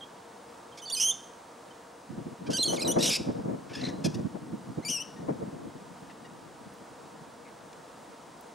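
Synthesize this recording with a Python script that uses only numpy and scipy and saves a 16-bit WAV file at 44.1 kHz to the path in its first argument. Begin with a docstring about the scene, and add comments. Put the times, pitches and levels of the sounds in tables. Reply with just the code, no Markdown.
"""A sparrow feeds on an apple in a tree: a chirp, harsh chatter ending in a rasp, low grumbles, a cheep.
The membranes of its syrinx make the tones; throat and beak filter them. The beak ticks on the fruit,
and the garden adds a short tail. For a few seconds the eddies of a breeze buffet the microphone.
Under it all: far traffic, hiss, narrow humming resonances and a thin whine."""
import sys
import numpy as np
from scipy import signal
from scipy.fft import rfft, irfft, next_fast_len
from scipy.io import wavfile

SR = 44100
rng = np.random.default_rng(int(sys.argv[2]) if len(sys.argv) > 2 else 0)


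def generate_wav(signal):
    """Clip the signal to [-1, 1] and save it as 16-bit WAV at the path in sys.argv[1]."""
    frames = np.transpose(np.atleast_2d(signal))
    scaled = np.clip(frames, -1, 1) * 32767
    pcm = np.round(scaled).astype(np.int16)
    wavfile.write(sys.argv[1], SR, pcm)


N = 376613
TIME_S = np.arange(N) / SR
BAND_LIMIT_HZ = 15850

# Table levels are relative; balance is left over right.
# far traffic and hiss: (frequency [Hz], level [dB])
AMBIENT_SPECTRUM = [(18, -61), (30, -24.5), (108, -9), (292, -1), (324, -3), (359, -0.5), (389, -4.5),
                    (467, 0.5), (546, -4), (591, -3), (1140, -5.5), (2300, -18), (8950, -23), (14300, -41),
                    (15500, -34)]
# their stereo width: (frequency [Hz], side over mid [dB])
AMBIENT_WIDTH = [(60, -8), (150, -48), (300, -85), (700, -5.5), (1500, -9), (3500, -13), (8000, -9),
                 (15000, -7)]
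# narrow humming resonances in the background noise:
# (centre [Hz], half-width [Hz], level [dB], balance [dB])
HUM_RESONANCES = [(474, 8.1, -67, 18), (697, 34, -61.5, 1.5), (932, 40, -60.5, -4.5)]
# throat and beak response: (frequency [Hz], gain [dB])
THROAT_RESPONSE = [(700, -57), (1500, -17), (2400, -5), (3100, -2.5), (4200, -2.5), (5200, 8), (6200, 3.5),
                   (7500, -3), (9200, -0.5), (11000, -4), (14000, -18), (16000, -38)]
# clear notes: (start [s], length [s], pitch [Hz], slide [oct], level [dB], overtone tilt [dB/oct])
PEEP_NOTES = [(.007, 0.039, 3210, 0.063, -45.5, -34), (0.718, .028, 3170, 0.027, -55, -36),
              (0.793, 0.018, 3400, 0.3, -49.5, -11), (0.818, 0.039, 3044, 0.059, -44.5, -5),
              (0.855, 0.019, 4640, -0.06, -41.5, -18), (0.874, 0.023, 4600, -0.02, -41, -20),
              (0.872, 0.032, 3560, 0.15, -47, -11), (0.899, 0.0064, 2800, 0, -33, -0.5),
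              (0.905, 0.015, 3470, .2, -35.5, -7), (0.922, .032, 4500, -0.227, -29.5, 0.5),
              (0.947, 0.046, 3050, 0.08, -34.5, -1), (0.966, 0.04, 2500, 0.054, -33.5, -1),
              (1.701, .026, 3080, 0.021, -55.5, -26), (2.533, .039, 1540, 0.094, -30.5, -6),
              (2.568, 0.017, 2870, -0.17, -29.5, -2), (2.585, 0.05, 4155, 0.018, -27.5, -13),
              (2.627, 0.019, 3380, -0.12, -25, -3), (2.645, 0.032, 4390, -0.029, -26, -12),
              (2.679, 0.043, 3010, 0.031, -31.5, -4.5), (2.68, .03, 4300, -0.032, -38, -16),
              (2.759, 0.015, 3680, -0.43, -39, -6), (2.769, 0.023, 2300, -0.38, -41, -10),
              (2.793, .016, 2290, 0.37, -36.5, -4), (2.808, 0.019, 4180, 0.045, -34, -7.5),
              (2.818, 0.02, 2510, -0.21, -32.5, -4), (2.848, .03, 3990, -0.094, -33.5, -11),
              (2.876, .046, 2938, 0.046, -29, 3), (2.915, 0.014, 3310, 0.25, -32, -1),
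              (4.825, 0.028, 2130, 0.26, -51.5, -11), (4.849, 0.0425, 2330, 0.079, -35.5, -3),
              (5.159, 0.032, 1840, -0.037, -54, -25)]
# harsh notes, low grumbles to loud rasp, where both sides of the syrinx sound at once:
# (start [s], length [s], pitch [Hz], slide [oct], level [dB], overtone tilt [dB/oct], roughness [0-1])
RASP_NOTES = [(0.77, 0.033, 1136, -0.019, -46.5, -6.5, 0.54), (2.46, 0.03, 783, 0.068, -46.5, -14, 0.31),
              (2.499, 0.046, 1540, -0.0049, -37, -7, 0.87), (2.718, 0.048, 3050, -.1, -38.5, 0, 0.65),
              (2.982, 0.05, 926, 0.19, -37, -6, 0.3), (3.021, 0.086, 2910, .1, -26, -2, 0.81),
              (3, 0.093, 3830, 0, -31, -10, 0.45), (3.092, 0.084, 2528, 0.0072, -27, -4, 0.69),
              (3.097, 0.079, 3740, 0, -35.5, -38, 0.56), (3.69, 0.046, 790, -0.059, -50.5, -17, 0.52),
              (3.727, 0.11, 884, -0.049, -44.5, -13, 0.6), (3.748, 0.02, 1695, 0.089, -37, -11, 0.08),
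              (3.826, .086, 1950, -0.083, -44.5, -13, 0.96), (4.039, 0.037, 857, -0.072, -33, -6, 0.46),
              (4.138, 0.026, 923, 0.048, -43, -7.5, 0.36), (6.093, 0.029, 946, -0.008, -50, -22, 0.62),
              (6.244, 0.03, 937, -0.081, -52.5, -21, 0.15), (7.45, 0.056, 2150, -0.11, -57.5, -23, .75)]
# first long call: (time [s], pitch [Hz], level [dB])
CHIRP_CONTOUR = [(0.998, 2984, -27.5), (1.012, 3130, -23), (1.035, 3110, -24.5), (1.06, 3123, -25.5),
                 (1.088, 3230, -25.5), (1.1, 3066, -25), (1.109, 3133, -28), (1.116, 3600, -31.5),
                 (1.126, 3560, -41)]
# second long call: (time [s], pitch [Hz], level [dB])
CHEEP_CONTOUR = [(4.882, 2960, -35), (4.903, 3090, -28), (4.922, 3030, -31.5), (4.95, 2876, -31.5),
                 (4.972, 2730, -32.5), (4.988, 2600, -40.5), (5.006, 2877, -35.5), (5.027, 3030, -38)]
# soft rattle: (start [s], level [dB])
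RATTLE_PIPS = [(3.811, -40.5), (3.835, -37.5), (3.849, -33.5), (3.862, -38), (3.883, -45)]
# voice direction as the head turns: (time [s], balance [dB])
HEAD_BALANCE = [(1.0, -3), (2.7, -1.5), (3.1, -0.1), (3.8, 1.1), (4.8, 4.5), (6.2, 4)]
# breeze strength: (time [s], level [dB])
BREEZE_LEVEL = [(2.05, -75), (2.11, -44.5), (2.37, -50), (2.5, -34.5), (2.6, -42.5), (2.73, -34),
                (3.08, -35.5), (3.15, -47), (3.31, -34.5), (3.52, -37), (3.73, -47), (3.83, -37),
                (4.13, -34.5), (4.44, -43.5), (5.14, -50), (5.28, -33), (5.85, -50.5), (8.5, -61)]
# turbulence at the microphone: (frequency [Hz], level [dB])
EDDY_SPECTRUM = [(18, -61), (30, -34.5), (155, 1), (264, 2), (360, -2.5), (392, -8), (449, -6), (644, -13),
                 (791, -21.5), (939, -21.5), (1080, -25.5), (1800, -36), (2340, -41), (3960, -120)]
# its stereo width: (frequency [Hz], side over mid [dB])
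EDDY_WIDTH = [(40, -14), (120, -2), (200, -9), (380, 0), (700, 9), (1500, 0.5)]
# fine eddies as the breeze veers: (time [s], upper-band gain [dB])
FINE_EDDY_GAIN = [(2.1, -17), (2.8, 10), (3.1, 6), (3.4, -0.5), (4.15, -4.5), (4.85, -33), (5.3, 0),
                  (5.9, -12)]
# gusts on the microphone: (time [s], level [dB], tilt [dB/oct], balance [dB])
GUST_HITS = [(2.095, -36, -21, -10), (2.174, -29, -3, 4), (2.259, -29.5, -10, -5), (2.489, -20, 1.5, 0.5),
             (2.728, -20.5, 9.5, 1.5), (2.86, -22.5, 5, 2), (2.962, -15.5, 6, 1.5), (3.197, -25, -3, 1.5),
             (3.281, -21, 0, -0.5), (3.823, -32, 1, 11), (3.923, -30.5, 3, 1), (4.046, -20.5, -3.5, -8),
             (4.08, -25.5, -11, -9), (4.154, -27, -19, -9), (4.246, -23.5, -20, -8.5),
             (4.346, -29, 1.5, 8.5), (4.527, -26, -8.5, -3.5), (4.687, -32.5, -11, -4),
             (4.774, -23.5, -5, -3), (4.89, -31.5, -8, 5), (5.283, -21, 3, 4.5), (5.407, -33.5, 5, -5),
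             (6.658, -40, -12, 0), (7.209, -40, -5, 0)]
# beak on apple: (time [s], level [dB], centre [Hz], decay [s])
BEAK_TICKS = [(6.739, -54, 8500, .002), (6.78, -62, 8500, .004), (7.73, -48, 3500, 0.0035),
              (8.409, -50, 10000, 0.0033)]
# microphone response dips: (centre [Hz], width [Hz], depth [0-1])
MIC_DIPS = [(386, 25.6, 0.78), (610, 46, 0.1), (4300, 38, 0.8)]


def amp(db):
    """Decibels to gain."""
    return 10 ** (np.asarray(db) / 20)


def unit_rms(x):
    """Scale to rms 1."""
    return x / np.sqrt(np.mean(x ** 2) + 1e-20)


def at_hz(points, hz):
    """Interpolate on a log-frequency axis."""
    f, value = np.transpose(points)
    return np.interp(np.log(hz + 1), np.log(f + 1), value)


def at_time(points, s):
    """Interpolate over time."""
    return np.interp(s, *np.transpose(points))


def noise(size, shape):
    """Noise of rms 1, spectral gain shape(Hz)."""
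    padded = next_fast_len(size + 2048)
    spectrum = rfft(rng.standard_normal(padded)) * shape(np.fft.rfftfreq(padded, 1 / SR))
    return unit_rms(irfft(spectrum, padded)[:size])


def wander(size, rate_hz):
    """Random curve of rms 1, low-passed at rate_hz."""
    return noise(size, lambda f: 1 / (1 + (f / rate_hz) ** 4))


def wide_noise(size, shape, width):
    """Stereo noise: mid of rms 1, independent side."""
    hz = np.fft.rfftfreq(size, 1 / SR)
    mid, side = rfft(rng.standard_normal((2, size))) * shape(hz)
    mid, side = irfft(mid, size), irfft(side * amp(at_hz(width, hz)), size)
    return np.array([mid + side, mid - side]) / mid.std()


def gate(t, attack_s, release_s):
    """Linear attack, hold, release."""
    return np.clip(np.minimum(t / attack_s, (t[-1] - t) / release_s), 0, 1)


def pan(x, balance_db):
    """Left over right by balance_db."""
    return x * amp([[balance_db / 2], [-balance_db / 2]])


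def add(mix, start_s, sound):
    """Mix in at start_s."""
    part = mix[:, max(round(start_s * SR), 0):][:, :sound.shape[-1]]
    part += sound[..., :part.shape[-1]]


def background(bed_db=-50.5, swell_db=0.3, swell_hz=2):
    """Far traffic and hiss, plus narrow humming resonances; all swell slightly."""
    out = amp(bed_db) * wide_noise(N, lambda f: amp(at_hz(AMBIENT_SPECTRUM, f)), AMBIENT_WIDTH)
    for hz, half_width_hz, db, balance_db in HUM_RESONANCES:
        hum = [noise(N, lambda f: 1 / (1 + ((f - hz) / half_width_hz) ** 2)) for _ in range(2)]
        out += pan(amp(db) * np.array(hum), balance_db)
    return out * amp(swell_db * wander(N, swell_hz))


def whine(hz=15625, rms_db=-86):
    """The camera's thin, steady tone."""
    return amp(rms_db) * np.sqrt(2) * np.sin(2 * np.pi * hz * TIME_S)


def syrinx(pitch_hz, level_db, tilt_db_oct, rough, knee_hz=10000,
           warble_hz=220, jitter_hz=1300, flutter_hz=500, flutter_db=3, hiss=0.3):
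    """Membrane tone through the throat; warbles and breaks up with roughness."""
    size = len(pitch_hz)
    pitch_hz = pitch_hz * np.exp(rough * 0.1 * wander(size, warble_hz))
    jitter = 1 + rough * 0.078 * wander(size, jitter_hz)
    phase = 2 * np.pi * np.cumsum(pitch_hz * jitter) / SR
    k = np.arange(1, 17)[:, None]
    partial_hz = k * pitch_hz
    # above the knee the tilt is -8 dB/oct or steeper
    above_knee_oct = np.maximum(np.log2(partial_hz / knee_hz), 0)
    source_db = tilt_db_oct * np.log2(k) - np.maximum(tilt_db_oct + 8, 0) * above_knee_oct
    gains = amp(source_db + at_hz(THROAT_RESPONSE, partial_hz)) * (partial_hz < BAND_LIMIT_HZ)
    tone = (gains * np.sin(k * phase)).sum(0) / np.sqrt((gains ** 2).sum(0) / 2)
    air_db_oct = np.mean(tilt_db_oct)
    air = noise(size, lambda f: amp(at_hz(THROAT_RESPONSE, f) + air_db_oct * np.log2(1 + f / 1500)))
    air *= 1 + np.cos(phase)  # turbulence escapes once a cycle
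    flutter = amp(rough * flutter_db * (wander(size, flutter_hz) - 1.14))
    return (tone + hiss * rough * air) * flutter * amp(level_db)


def peep(length_s, hz, slide_oct, db, tilt_db_oct, register_hz=3900, settle_s=0.0018,
         scoop_oct=0.093, arch_oct=0.058, drop_oct=0.17, sag_oct=0.071):
    """Clear sliding note: scoops up and arches above the register break, drops in and sags below."""
    t = np.arange(0, length_s, 1 / SR)
    position = t / length_s - 0.5
    ends = (2 * position) ** 2
    onset = np.exp(-t / settle_s)
    if hz > register_hz:
        bend_oct = -arch_oct * ends - scoop_oct * onset
    else:
        bend_oct = sag_oct * ends ** 2 + drop_oct * onset
    pitch_hz = hz * 2 ** (slide_oct * position + bend_oct)
    swell_db = 2 + 1.2 * max(-42 - db, 0)  # faint notes taper more
    voice = syrinx(pitch_hz, db - swell_db * ends, tilt_db_oct, rough=0.085)
    return voice * gate(t, attack_s=0.00081, release_s=0.0015)


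def garden(x, tail_db=-17, low_t60_s=0.58, high_t60_s=0.47, split_hz=7000,
           leaves_db=-15, leaves_decay_s=0.024, echoes_per_s=2500, spread=0.12):
    """Early scatter off leaves; thin tail off farther walls and trees."""
    t = TIME_S[:SR // 2]
    signs = rng.choice([-1., 1.], (2, len(t)))
    echoes = signs * (rng.random((2, len(t))) < echoes_per_s / SR) * (t > 0.002)
    low = signal.sosfilt(signal.butter(2, split_hz, fs=SR, output="sos"), echoes)
    high = signal.sosfilt(signal.butter(2, split_hz, "high", fs=SR, output="sos"), echoes)
    tail = low * amp(-60 * t / low_t60_s) - 0.31 * high * amp(-60 * t / high_t60_s)
    leaves = low[:, ::-1] * np.exp(-t / leaves_decay_s) * (t > 0.001)
    tail *= amp(tail_db) / np.linalg.norm(tail[0])
    leaves *= amp(leaves_db) / np.linalg.norm(leaves[0])
    mid, side = tail + leaves
    response = np.array([mid + spread * side, mid - spread * side])
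    return signal.fftconvolve(x, response, axes=1)[:, :N]


def rasp(length_s, hz, slide_oct, db, tilt_db_oct, rough, throb_hz=78):
    """Harsh note; throb deepens with roughness."""
    t = np.arange(0, length_s, 1 / SR)
    pitch_hz = hz * 2 ** (slide_oct * (t / length_s - 0.5))
    throb_db = -rough * np.sin(2 * np.pi * throb_hz * t)
    voice = syrinx(pitch_hz, db + throb_db, tilt_db_oct, rough)
    return voice * gate(t, attack_s=0.0079, release_s=0.013)


def long_call(contour, quaver_hz=101, quaver_peak_s=0.0223, quaver_spread_s=0.0269,
              first_dip_s=0.0048, dip_oct=0.2, dip_db=2.5):
    """Chirp or cheep: quavers hoarsely, clears, dulls as it fades."""
    start_s, end_s = contour[0][0], contour[-1][0]
    t = np.arange(0, end_s - start_s, 1 / SR)
    times_s, *curves = np.transpose(contour)
    pitch_hz, level_db = (np.interp(start_s + t, times_s, curve) for curve in curves)
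    quaver = np.exp(-((t - quaver_peak_s) / quaver_spread_s) ** 2)
    dips = quaver * np.cos(np.pi * quaver_hz * (t - first_dip_s)) ** 4
    tilt_db_oct = 1.9 + level_db - level_db.max()
    voice = syrinx(pitch_hz * 2 ** (-dip_oct * dips), level_db - dip_db * dips, tilt_db_oct,
                   rough=0.084 + 0.2 * quaver, knee_hz=6500)
    return voice * gate(t, attack_s=0.002, release_s=0.002)


def breeze(gain_db=-2, lumps_db=4, lumps_hz=26, split_hz=400, balance_db=2):
    """Lumpy turbulence at the microphone: dull rumble, turning to flutter as it veers."""
    level_db = at_time(BREEZE_LEVEL, TIME_S) + lumps_db * wander(N, lumps_hz)
    eddies = wide_noise(N, lambda f: amp(at_hz(EDDY_SPECTRUM, f)), EDDY_WIDTH)
    rumble = signal.sosfiltfilt(signal.butter(2, split_hz, fs=SR, output="sos"), eddies)
    flutter = (eddies - rumble) * amp(at_time(FINE_EDDY_GAIN, TIME_S))
    return pan((rumble + flutter) * amp(level_db + gain_db), balance_db)


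def gusts(gain_db=-9, length_s=0.042, lead_s=0.005):
    """Single eddies thump the microphone, a few cycles of rumble each."""
    out, size = np.zeros((2, N)), int(length_s * SR)
    push = np.interp(np.linspace(0, 1, size), [0, 0.185, 0.37, 1], [0.023, 0.63, 0.94, 0.0073])
    for s, db, tilt_db_oct, balance_db in GUST_HITS:
        def shape(f):
            return amp(at_hz(EDDY_SPECTRUM, f) + tilt_db_oct * np.log2(np.clip(f, 240, 800) / 300))
        thump = unit_rms(wide_noise(size, shape, EDDY_WIDTH) * push)
        add(out, s - lead_s, pan(thump * amp(db + gain_db), balance_db))
    return out


def pip(length_s=0.0107, hz=2010, rough=0.34, edge_s=0.0027):
    """One rattle pip: a dull tone under a stronger octave."""
    t = np.arange(0, length_s, 1 / SR)
    pitch_hz = np.full(len(t), hz)
    tone = syrinx(pitch_hz, level_db=-9, tilt_db_oct=-14, rough=rough)
    octave = syrinx(2 * pitch_hz, level_db=0, tilt_db_oct=-25, rough=rough)
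    return (tone + octave) * gate(t, edge_s, edge_s)


def beak(width_oct=0.8):
    """Tiny dry snaps of beak and apple skin."""
    out, t = np.zeros((2, N)), TIME_S[:SR // 20]
    for s, db, hz, decay_s in BEAK_TICKS:
        snap = noise(len(t), lambda f: np.exp(-(np.log2((f + 1) / hz) / width_oct) ** 2 / 2))
        add(out, s, amp(db) * snap * np.exp(-t / decay_s))
    return out


def sparrow(long_gain_db=0.36, peep_gain_db=-0.5):
    """All calls, panned as the head turns, plus beak ticks."""
    calls = [(contour[0][0], amp(long_gain_db) * long_call(contour))
             for contour in (CHIRP_CONTOUR, CHEEP_CONTOUR)]
    calls += [(s, amp(peep_gain_db) * peep(*note)) for s, *note in PEEP_NOTES]
    calls += [(s, rasp(*note)) for s, *note in RASP_NOTES]
    calls += [(s, amp(db) * pip()) for s, db in RATTLE_PIPS]
    out = np.zeros((2, N))
    for s, call in calls:
        add(out, s, pan(call, at_time(HEAD_BALANCE, s)))
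    return out + beak()


def scene():
    """Bird in its garden, wind, background."""
    bird = sparrow()
    return bird + garden(bird) + breeze() + gusts() + background() + whine()


def record(dry):
    """Microphone dips, then band limit."""
    hz = np.fft.rfftfreq(N, 1 / SR)
    dips = [1 - depth / (1 + 2j * (hz - centre_hz) / width_hz) for centre_hz, width_hz, depth in MIC_DIPS]
    heard = irfft(rfft(dry) * np.prod(dips, axis=0), N)
    lowpass = signal.firwin(1023, BAND_LIMIT_HZ, window=("kaiser", 9), fs=SR)
    return signal.oaconvolve(heard, lowpass[None], "same")


dry = scene()
out = record(dry)
generate_wav(out)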